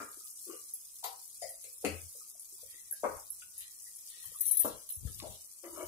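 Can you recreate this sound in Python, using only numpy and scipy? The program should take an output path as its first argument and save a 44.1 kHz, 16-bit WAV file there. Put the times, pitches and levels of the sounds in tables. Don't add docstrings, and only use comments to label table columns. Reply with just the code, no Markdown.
import sys
import numpy as np
from scipy import signal
from scipy.fft import rfft, irfft
from scipy.io import wavfile
from scipy.ndimage import uniform_filter1d, minimum_filter1d

SR = 44100
rng = np.random.default_rng(int(sys.argv[2]) if len(sys.argv) > 2 else 0)


def persist_wave(psi):
    counts = np.round(np.clip(psi, -1, 1) * 32767).astype(np.int16)
    wavfile.write(sys.argv[1], SR, np.atleast_2d(counts).T)


def linear_from_db(decibels):
    return 10 ** (np.asarray(decibels, float) / 20)


N = 258867


def in_time(rows):
    s, *columns = np.transpose(rows)
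    return [np.interp(np.arange(N) / SR, s, c) for c in columns]


def rms_one(x):
    return x / np.sqrt(np.mean(x ** 2) + 1e-20)


def coloured(x, points):
    log_hz = np.log(np.fft.rfftfreq(x.shape[-1], 1 / SR) + 1)
    point_hz, point_db = np.transpose(points)
    return irfft(rfft(x) * linear_from_db(np.interp(log_hz, np.log(point_hz), point_db)), x.shape[-1])


def drift(rate_hz):
    knots = rng.standard_normal(int(N / SR * 60) + 3)
    return np.interp(np.arange(N) / SR * rate_hz, np.arange(len(knots)), knots)


def grains(per_s, spread_db):
    happens = rng.random(N) < per_s / SR
    height = linear_from_db(spread_db * np.minimum(rng.exponential(1, N), 5))
    return happens * height * rng.choice([-1, 1], N)


def ring(clicks, hz, t60):
    r, w = linear_from_db(-60 / (t60 * SR)), 2 * np.pi * hz / SR
    return signal.lfilter([0, np.sin(w)], [1, -2 * r * np.cos(w), r * r], clicks + 1e-18)


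def resonance(x, hz, width_hz):
    r = np.exp(-np.pi * width_hz / SR)
    poles = [1, -2 * r * np.cos(2 * np.pi * hz / SR), r * r]
    return signal.lfilter((1 - r * r) / 2 * np.array([1, 0, -1]), poles, x)


def struck(hz, width_hz, contact_s):
    t = np.arange(4000) / SR
    rattle = rng.standard_normal(len(t)) * np.exp(-t / contact_s) * (1 - np.exp(-t / 0.00033))
    x = rattle + 9.55 * (t == 0)
    x = resonance(resonance(resonance(x, hz, width_hz), hz, 1.06 * width_hz), hz, 2 * width_hz)
    return x / np.abs(x).max()


def swells(rows, rise_db_s, fall_db_s):
    t, gains = np.arange(N) / SR, 0
    for s, hold, *db in rows:
        lost_db = rise_db_s * np.maximum(s - t, 0) + fall_db_s * np.maximum(t - s - hold, 0)
        gains = gains + linear_from_db(np.array(db)[:, None] - lost_db)
    return gains


def pan(x, db):
    return np.array([x * linear_from_db(db / 2), x * linear_from_db(-db / 2)])


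def add(out, s, piece):
    i = max(round(s * SR), 0)
    out[:, i:i + piece.shape[1]] += piece[:, :N - i]


def room(x, wet_db, alike):
    # pitch_hz, t60_s
    room_t60 = [(200, 0.24), (600, 0.29), (2000, 0.4), (6000, 0.33), (12000, 0.029)]
    t60_hz, t60_s = np.transpose(room_t60)
    t = np.arange(int(.6 * SR)) / SR
    mid, side = 0, 0
    for hz in 62.5 * 2 ** np.arange(8):
        t60 = np.interp(np.log(hz), np.log(t60_hz), t60_s)
        top_hz = hz * np.sqrt(2) if hz < 7000 else 19000
        sos = signal.butter(2, [hz / np.sqrt(2), top_hz], "band", fs=SR, output="sos")
        fade = linear_from_db(-60 * t / t60) * (1 - np.exp(-t / 0.0034))
        band = signal.sosfilt(sos, rng.standard_normal((2, len(t)))) * fade
        mid = mid + band[0] * (1 if hz < 700 else 0.6)
        side = side + band[1] * (1 if hz < 700 else 1.5)
    tail = np.array([np.sqrt(1 + alike) * mid + sign * np.sqrt(1 - alike) * side for sign in (1, -1)])
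    tail = tail / np.sqrt(np.sum(tail ** 2) / 2)
    return x + linear_from_db(wet_db) * signal.fftconvolve(x, tail, axes=1)[:, :N]


def air():
    # pitch_hz, level_db (per Hz)
    air_colour = [(13, -31.5), (22, 7.5), (97, -10.5), (149, -8), (495, -8), (701, -14.5), (1210, -6.5),
                  (1600, -16), (2480, -4), (3150, -25.5), (4000, -17), (5200, -32.5), (8800, -120)]
    noise = coloured(rng.standard_normal((2, N)), air_colour + [(9000, -64.0)])
    return linear_from_db(-75.5) * rms_one(noise)


def sizzle():
    # time_s, level_db, left_right_db
    frying = [(0.0, -51, 1.5), (0.62, -48.5, 2), (0.85, -52, 0.5), (1.27, -50, 3), (1.52, -51.5, 1.5),
              (1.93, -51, 1), (2.78, -52, 3), (3.86, -51.5, 1.5), (4.33, -50.5, 3.5), (4.56, -50.5, -7.5),
              (4.67, -49, 1.5), (4.87, -53.5, 6), (5.28, -51, 3), (5.48, -52, 1), (5.71, -52, 4),
              (5.87, -48.5, 4.5)]
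    # pitch_hz, level_db (per Hz)
    frying_colour = [(1470, -46.5), (2500, -11), (3110, -7.5), (3640, -7), (5030, 2), (6260, 4), (7040, 3),
                     (9490, 8.5), (15600, 3), (16000, -41.5), (16300, -57)]
    level_db, pan_db = in_time(frying)
    bursts_per_s = 3500 * linear_from_db(2.5 * drift(55))
    voices = []
    for _ in range(2):
        clicks, dealt = grains(bursts_per_s, 3.42), rng.integers(0, 10, N)
        pips = 0
        for k, hz in enumerate(np.geomspace(3500, 15500, 10)):
            pips = pips + ring(clicks * (dealt == k), hz, 15.0 / hz) * hz ** 0.69
        voices.append(rms_one(pips) + 0.6 * rng.standard_normal(N))
    both = np.array(voices) + 0.022 * np.array(voices[::-1])
    return rms_one(coloured(both, frying_colour)) * pan(linear_from_db(level_db + 1.5 + drift(26)), pan_db)


def rumble():
    # start_s, hold_s, level_db
    jolts = [(0.001, 0.0073, -69.5), (0.52, 0.008, -90), (1.06, 0.027, -90), (1.45, 0.0082, -77),
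             (1.67, 0.01, -103), (1.87, 0.083, -70), (2.03, 0.014, -72), (2.65, 0.006, -79.5),
             (2.86, 0.01, -85.5), (3.08, 0.085, -69), (3.3, 0.28, -90), (3.6, 0.0066, -89.5),
             (4.29, 0.0051, -72), (4.66, 0.091, -67), (5.04, 0.068, -56), (5.2, 0.12, -62),
             (5.74, 0.028, -76), (5.85, 0.022, -67)]
    still_grip_db = -94.5
    shake = rng.standard_normal((2, N))
    level = swells(jolts, rise_db_s=344.5, fall_db_s=242)[0] + linear_from_db(still_grip_db)
    thud = rms_one(resonance(resonance(shake[0], 84, 23), 95.0, 86))
    sway = rms_one(resonance(resonance(shake[1], 44, 130), 32, 74))
    return pan(level * thud, 17) + pan(0.17 * level * sway, 46.0)


def knocks():
    # start_s, peak_db, body_hz, body_width_share (of body_hz), hardness_db
    blows = [
        (0.003, -38.5, 390, 1, -15.5),
        (1.043, -29.5, 890, 0.43, -13),
        (1.42, -33.5, 596, 0.27, -13),
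        (1.642, -53, 504, 0.17, 5.5),
        (1.842, -27, 479, 0.49, -38.5),
        (3.034, -21, 521, 0.43, -33),
        (4.645, -27, 502, 0.58, -20),
        (5.237, -36, 547, 0.48, -26.5),
    ]
    # start_s, peak_db, pitch_hz, width_hz
    overtones = [(0.002, -37.5, 1180, 610), (0.002, -52.5, 257, 108), (1.030, -46, 760, 294),
                 (1.039, -35.5, 3750, 2380), (1.044, -51, 477, 206), (1.422, -44, 4950, 300),
                 (1.417, -42.5, 6900, 600), (1.416, -36, 9600, 900), (1.041, -24, 12600, 4060),
                 (1.426, -48, 2000, 280), (1.846, -35.5, 290, 130), (1.842, -33, 550, 220),
                 (1.845, -45, 216, 90), (1.848, -37.5, 1100, 694), (1.848, -36, 4300, 1510),
                 (1.849, -22, 8500, 8070), (1.849, -30, 2400, 1000), (3.04, -30, 1000, 450),
                 (3.034, -40, 288, 110.3), (3.041, -40.5, 1590, 880), (4.601, -56.5, 1710, 396),
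                 (4.647, -38.5, 978, 200), (4.646, -36.5, 288, 152), (4.651, -43, 1250, 372),
                 (5.222, -47.5, 705, 385)]
    crack_over_ring_db = 21.5
    out = np.zeros((2, N))
    for s, db, hz, width_share, ring_db in blows:
        body = struck(hz, width_share * hz, 0.0086)
        bright_ring = linear_from_db(ring_db) * struck(2420, 1409, 0.0065)
        crack = linear_from_db(ring_db + crack_over_ring_db) * struck(5400, 11000, 0.0056)
        add(out, s, pan(linear_from_db(db - 5.5) * (body + bright_ring + crack), 8.2))
    for s, db, hz, width_hz in overtones:
        add(out, s, pan(linear_from_db(db) * struck(hz, width_hz, 0.0074), 5.7))
    return out


def ticks():
    # start_s, peak_db, pitch_hz, width_hz
    specks = [(0.0473, -32, 9200, 6030), (0.616, -33, 8000, 6000), (1.2316, -45, 9100, 6000),
              (1.2595, -38, 9100, 6000), (1.7464, -55, 9000, 6000), (2.2992, -51, 9000, 6000),
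              (2.396, -30, 9050, 5960), (3.1694, -37, 9000, 9000), (3.8227, -32, 9000, 6000),
              (4.0741, -36.5, 9450, 6050), (4.3176, -36.5, 12200, 6000), (4.369, -36, 12700, 4000),
              (4.8903, -37, 3970, 5070), (5.0619, -36, 9000, 6000), (5.145, -35, 9000, 6000),
              (5.1934, -34, 9000, 6000), (5.1308, -56, 5600, 2500), (5.1462, -33, 5070, 2500),
              (5.175, -58, 4000, 1500), (5.2011, -28.5, 3520, 2500), (5.2201, -37, 4270, 2500),
              (5.228, -34, 4800, 3000), (5.515, -40, 6080, 2420), (5.7917, -43, 9000, 6000),
              (4.3875, -30, 10500, 6000), (4.7175, -34, 10500, 6000)]
    out = np.zeros((2, N))
    for s, db, hz, width_hz in specks:
        add(out, s, pan(linear_from_db(db) * struck(hz, width_hz, 0.0012), 3.0))
    return out


def touches():
    # start_s, peak_db, pitch_hz
    plops = [(0.168, -59.5, 355), (0.207, -63, 1250), (1.678, -81, 503), (1.828, -58, 497),
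             (2.149, -61, 475), (2.207, -62, 1210), (2.349, -66, 636), (2.524, -65.5, 355),
             (2.588, -71, 1010), (2.629, -57, 538), (2.739, -62, 1910), (2.778, -60, 1980),
             (2.922, -54, 1647), (3.419, -57, 1456), (3.601, -68, 1890), (3.865, -61.5, 1963),
             (4.342, -57, 1152), (5.069, -57.5, 420), (5.197, -56.5, 1150), (5.223, -48, 282)]
    # start_s, peak_db, pitch_hz, width_hz
    squelches = [(0.251, -65.5, 1238, 117), (2.74, -71, 344, 120), (2.929, -62, 568, 195),
                 (3.421, -48.5, 2630, 1240), (3.649, -66.5, 1890, 122), (4.169, -71.5, 426, 300),
                 (4.241, -62, 1050, 496), (4.317, -63, 490, 200), (4.901, -44.5, 3360, 2530),
                 (5.074, -64, 1310, 152), (5.072, -60, 1690, 194), (5.2, -50, 2200, 706),
                 (5.793, -64, 2990, 616)]
    # start_s, peak_db, pitch_hz, width_hz
    catches = [(0.466, -57, 380, 129), (0.488, -44, 355, 88), (0.498, -52.5, 1186, 199),
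               (0.529, -51, 450, 129), (0.591, -66, 1186, 150), (5.635, -48.5, 567, 127),
               (5.643, -52.5, 2000, 1090), (5.660, -60, 2000, 153), (5.711, -61, 1030, 198),
               (5.732, -70, 344, 90), (5.766, -46.5, 341, 60), (5.761, -48.5, 1170, 249),
               (5.805, -42, 590, 132), (5.806, -54, 2250, 150), (5.809, -47, 1250, 300)]
    plop_width_hz = 143
    out = np.zeros((2, N))
    for s, db, hz, width_hz in [(*row, plop_width_hz) for row in plops] + squelches + catches:
        add(out, s, pan(linear_from_db(db) * struck(hz, width_hz, 0.013), 14))
    return out


def spits():
    # start_s, peak_db, left_right_db
    fat_bursts = [(0.243, -32, -6), (0.4775, -40, 19), (1.1872, -45, 3), (1.492, -28, 4),
                  (1.6189, -32.5, 2), (1.729, -34, -8), (1.8127, -35.5, -7), (2.398, -30.5, 3),
                  (2.698, -34, -10), (3.167, -43, -12), (3.236, -56, 2), (3.5795, -23, 4.5),
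                  (3.8233, -34.5, -4), (3.871, -36, 8.5), (3.9535, -29.5, 6.5), (4.3198, -54, -15),
                  (4.3884, -25.5, 8), (5.0619, -37, 22.5), (5.1178, -36, -16), (5.1476, -34, 14),
                  (5.1919, -33, 2), (5.396, -49, -18), (5.7073, -33, -2), (5.8426, -42, 23)]
    mean_hz, spread_oct, spray_share = 10800, 0.15, 1.6
    out, t = np.zeros((2, N)), np.arange(2000) / SR
    for s, db, pan_db in fat_bursts:
        hz = mean_hz * 2 ** (spread_oct * rng.uniform(-0.35, 1))
        pip = np.exp(-t / 0.0002)
        spray = (rng.random(len(t)) < 1500 / SR) * np.exp(-t / 0.028)
        burst = rng.standard_normal(len(t)) * (pip + spray_share * spray)
        burst = resonance(resonance(burst, hz, 2800), hz, 5400)
        add(out, s, pan(linear_from_db(db - 2.0) * burst / np.abs(burst).max(), np.clip(pan_db, -12, 14)))
    return out


def drags():
    # start_s, hold_s, low_modes_db, high_modes_db
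    strokes = [
        [(0.476, 0.057, -57.5, -68), (0.505, 0.06, -71, -65)],
        [(5.64, 0.041, -49.5, -57.5), (5.73, 0.037, -57, -62.5), (5.775, 0.07, -47.5, -53.5)],
    ]
    # pitch_hz, width_hz, level_db
    floor_modes = [
        [(355, 92, 0), (1186, 75, -11.5), (1480, 100, -20.5), (2000, 34, -26), (2420, 500, -25),
         (2840, 160, -19.5)],
        [(344, 39, 9.5), (593, 71, 1.5), (971, 20, -1.5), (1170, 210, -10.5), (1670, 9.5, -11), (2000, 90, -31),
         (2250, 90, -20), (2944, 210, -21)],
    ]
    out, slips = 0, grains(2500, 2.5)
    for rows, modes in zip(strokes, floor_modes):
        levels = swells(rows, rise_db_s=2500, fall_db_s=400)
        for level, is_low in zip(levels, (True, False)):
            body = 0
            for hz, width_hz, db in modes:
                if (hz < 850) == is_low:
                    body = body + linear_from_db(db) * resonance(resonance(slips, hz, width_hz), hz, 1.5 * width_hz)
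            out = out + level * rms_one(body)
    return pan(out, 5.4)


def clash(strikes, modes, ring_share):
    out, t = np.zeros((2, N)), np.arange(7500) / SR
    hz, level_db, t60 = np.transpose(modes)[:, :, None]
    next_touches = [row[0] for row in strikes[1:]] + [N / SR]
    for (s, db, top_hz, pan_db, attack_ms), later in zip(strikes, next_touches):
        strength_db = level_db + rng.normal(0, 4, hz.shape) - 8 * abs(np.log2(hz / top_hz))
        strength_db = strength_db + 4.5 * (abs(hz / top_hz - 1) < .02)
        flutter_db = 0.14 * signal.lfilter([1], [1, -.985], rng.standard_normal((len(modes), len(t))))
        decay = linear_from_db(strength_db + flutter_db - 60 * t / (ring_share * t60))
        rings = decay * np.sin(2 * np.pi * (hz * t + rng.random(hz.shape)))
        rubbing = resonance(resonance(rng.standard_normal(len(t)), 14000, 5000), 11500, 7000)
        rattle = rubbing * linear_from_db(-4 - 60 * t / (0.18 * ring_share))
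        attack = (1 - np.exp(-1500 * t / attack_ms)) ** 2
        piece = (rings.sum(axis=0) + rattle) * attack * (0.45 + np.exp(-t / 0.015))
        damped = linear_from_db(-9 * np.clip((t - (later - s) + .010) / .012, 0, 1))
        add(out, s, pan(linear_from_db(db) * damped * piece / np.abs(piece).max(), np.clip(pan_db, -16, 16)))
    return out


def bangles():
    # start_s, peak_db, loudest_hz, left_right_db, attack_ms
    clinks = [
        (0.7367, -26, 12500, -1, 0.28),
        (2.9106, -30.5, 12050, 18.5, 0.41),
        (2.9225, -29, 11080, -12.5, 1.9),
        (3.3032, -29, 10760, -9, 0.84),
        (3.3185, -38.5, 11000, -14, 1.5),
    ]
    jingles = [(4.2243, -42.5, 10760, 8, 1.4), (4.252, -34.5, 12000, 9.5, 3.1), (4.358, -35, 11400, 0, 1.1),
               (4.4058, -21.5, 13500, 13, 4.2), (4.452, -21.5, 10300, 16, 5),
               (4.4615, -20.5, 10820, 13, 6.8), (4.476, -25, 10300, 13.5, 3),
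               (4.508, -17.5, 10830, 14, 5.5), (4.546, -27, 13500, 10, 2.5),
               (4.5695, -15.5, 13500, 12, 0.8), (4.5905, -16.5, 12005, 11, 6), (4.631, -27, 12100, 10, 2.2),
               (4.646, -30, 12005, 8, 4)]
    damp_jingles = [
        (4.8891, -29, 11500, -4, 2.5),
        (4.9, -29.5, 14900, 8.5, 4),
        (4.921, -30, 10070, -10.5, 0.94),
        (4.9531, -30, 12100, 2, 0.8),
    ]
    # pitch_hz, level_db, t60_s
    thin_bangle = [(9900, -14, .08), (10560, -10, .08), (10985, -6, .1), (11080, 0, .11), (11200, -2, .1),
                   (11500, -9, .08), (11720, -6, .12), (11900, -9, .08), (12250, -6, .08),
                   (13100, -12, .06), (15570, -16, .08)]
    large_bangles = [(3950, -20, .25), (5250, -22, .1), (5950, -16, .3), (7200, -20, .1), (8222, -11, .25),
                     (8900, -14, .08), (9232, -12, .1), (9458, -11, .15), (9880, -8, .1), (10020, -11, .1),
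                     (10180, -6, .2), (10320, -9, .15), (10453, -2, .25), (10809, -5, .15)]
    small_bangles = [(10844, -1, .2), (10930, -7, .1), (11140, -8, .1), (11390, -10, .1), (12005, -3, .2),
                     (12136, -7, .12), (12188, -8, .2), (12410, -11, .1), (13005, -10, .12),
                     (13310, -7, .12), (13424, -4, .1), (13600, -5, .15), (14000, -12, .1),
                     (14750, -7, .25)]
    bunch = large_bangles + small_bangles
    out = clash(clinks, thin_bangle, ring_share=0.55)
    out = out + clash(jingles, bunch, ring_share=0.91)
    return out + clash(damp_jingles, bunch, ring_share=0.52)


def slides():
    # start_s, peak_db, pitch_hz, width_hz, contact_s
    contacts = [(4.465, -58, 2330, 250, 0.04), (4.475, -58, 2800, 400, 0.03), (4.51, -60, 2350, 200, 0.03),
                (4.59, -44, 5250, 300, 0.006), (4.6, -58, 3050, 400, 0.04), (1.8425, -30, 480, 260, 0.004),
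                (1.853, -28, 400, 300, 0.005), (3.052, -25, 620, 400, 0.003), (3.09, -40, 600, 400, 0.012),
                (3.17, -46, 800, 700, 0.03), (5.672, -46, 600, 150, 0.006), (5.826, -42, 480, 300, 0.01),
                (5.0095, -39, 8500, 4000, 0.0006), (5.038, -37, 9000, 4000, 0.0006),
                (5.082, -36, 9500, 4000, 0.001), (5.146, -35, 13500, 5000, 0.006),
                (5.119, -42, 11500, 2000, 0.012), (5.2, -38, 14000, 4000, 0.001),
                (1.045, -50, 2000, 250, 0.025), (1.042, -42, 4200, 600, 0.004),
                (1.046, -30, 6500, 6000, 0.0006), (4.65, -38, 1000, 300, 0.02),
                (1.95, -44, 300, 250, 0.015)]
    # start_s, peak_db, pitch_hz, width_hz, contact_s
    singing = [(4.405, -30, 13600, 300, 0.004), (4.405, -40, 8222, 100, 0.02),
               (4.455, -43, 5950, 60, 0.025), (4.468, -31, 13500, 200, 0.015),
               (4.478, -41, 8222, 80, 0.015), (4.592, -21, 12005, 250, 0.003),
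               (4.595, -33, 14750, 80, 0.025), (4.644, -31, 12005, 90, 0.012),
               (4.655, -41, 13600, 80, 0.02), (2.923, -36, 15000, 1500, 0.002),
               (2.925, -31, 11080, 400, 0.003)]
    out = np.zeros((2, N))
    for s, db, hz, width_hz, contact_s in contacts + singing:
        add(out, s, pan(linear_from_db(db) * struck(hz, width_hz, contact_s), 6.0))
    return out


def bumps():
    # start_s, peak_db, width_hz
    pushes = [
        (1.866, -56, 11),
        (4.967, -49, 14),
        (5.0505, -33, 90),
    ]
    out, push = np.zeros((2, N)), signal.unit_impulse(SR // 2)
    for s, db, width_hz in pushes:
        shudder = resonance(resonance(resonance(push, 61, 100), 85, width_hz), 60, 53)
        add(out, s, pan(linear_from_db(db) * shudder / np.abs(shudder).max(), 12.0))
    return out


def hum():
    # start_s, hold_s, level_db
    worktop = [
        (1.885, 0.055, -48.5),
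        (1.955, 0.02, -54),
        (2.025, 0.045, -56.5),
        (3.08, 0.08, -72),
    ]
    level = swells(worktop, rise_db_s=500, fall_db_s=700)[0]
    tone = np.sqrt(2) * np.sin(2 * np.pi * 85 * np.arange(N) / SR)
    return pan(level * tone, 12.0)


def stirring():
    # start_s, hold_s, murmur_db, rub_db
    strokes = [(2.72, 0.017, -70, -61.5), (2.93, 0.028, -76, -67.5), (3.62, 0.014, -65.5, -58),
               (3.87, 0.018, -79, -80), (4.12, 0.16, -69, -60.5), (4.42, 0.13, -71, -61.5),
               (4.6, 0.13, -98, -60), (5.08, 0.0076, -90, -63), (5.2, 0.16, -84, -62)]
    # pitch_hz, width_hz, level_db
    sauce_modes = [(1250, 34, -0.5), (1890, 100, 12), (2351, 180, 1), (2530, 62, 2), (4300, 250, -4),
                   (4750, 150, 4)]
    murmur_level, rub_level = swells(strokes, rise_db_s=248, fall_db_s=124)
    murmur = 0
    for hz, width_hz, db in sauce_modes:
        flicker = linear_from_db(db + 3 * drift(21))
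        mode = resonance(resonance(rng.standard_normal(N), hz, width_hz), hz, 2 * width_hz)
        murmur = murmur + flicker * mode
    rub = resonance(resonance(rng.standard_normal((2, N)), 3300, 1700), 4200, 2400)
    return pan(murmur_level * rms_one(murmur), 9.7) + linear_from_db(3.5) * rub_level * rms_one(rub)


def starve(x):
    # pitch_hz, level_db
    threshold = [(1000, -20), (1500, -2), (2500, 5), (3600, 7), (4800, 4), (6000, -1), (8000, -10),
                 (10500, -7), (12000, -1), (14000, 2), (15500, 4)]
    wander_db, masking = 4, 0.3
    frame = dict(window=np.sqrt(signal.get_window("hann", 2048)), nperseg=2048, noverlap=1024)
    hz, _, lines = signal.stft(np.pad(x, ((0, 0), (254, 0))), SR, **frame)
    level_db = 10 * np.log10(np.mean(np.abs(lines) ** 2, axis=0) + 1e-20)
    usual_db = minimum_filter1d(uniform_filter1d(level_db, size=25, axis=0), size=3, axis=1)
    usual_db = np.minimum(usual_db, np.median(usual_db, axis=1)[:, None] + 4)
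    treble_db = 10 * np.log10(np.mean(linear_from_db(2 * level_db[hz > 8000]), axis=0))
    usual_db = usual_db + masking * np.maximum(treble_db - np.median(treble_db) - 4, 0)
    point_hz, point_db = np.transpose(threshold)
    margin_db = np.interp(np.log(hz + 1), np.log(point_hz), point_db, left=-99)
    jumps = rng.standard_normal((200, level_db.shape[1]))
    band = (9 * np.sqrt(np.arange(len(hz)))).astype(int) // 3
    jumps = (jumps + np.roll(jumps, 1, axis=1))[band]
    kept = level_db > usual_db + margin_db[:, None] + wander_db * jumps
    return signal.istft(lines * kept, SR, **frame)[1][:, 254:N + 254]


def scene():
    far = room(knocks(), wet_db=3.5, alike=0.49)
    wet = touches()
    touch_room_share = 0.68
    close = bangles() + spits() + drags() + touch_room_share * wet
    near = (1 - touch_room_share) * wet + room(close, wet_db=-5, alike=0.052)
    direct = sizzle() + stirring() + rumble() + bumps() + air() + ticks() + hum() + slides()
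    return far + near + direct


def low_pass(x):
    return signal.sosfilt(signal.butter(12, 16460, fs=SR, output="sos"), x)


def record(dry):
    late = np.array([np.roll(dry[0], 5), dry[1]])
    late = signal.sosfilt(signal.cheby2(10, 50, 16500, fs=SR, output="sos"), late)
    mix = starve(late)
    return low_pass(mix)


dry = scene()
out = record(dry)
persist_wave(out)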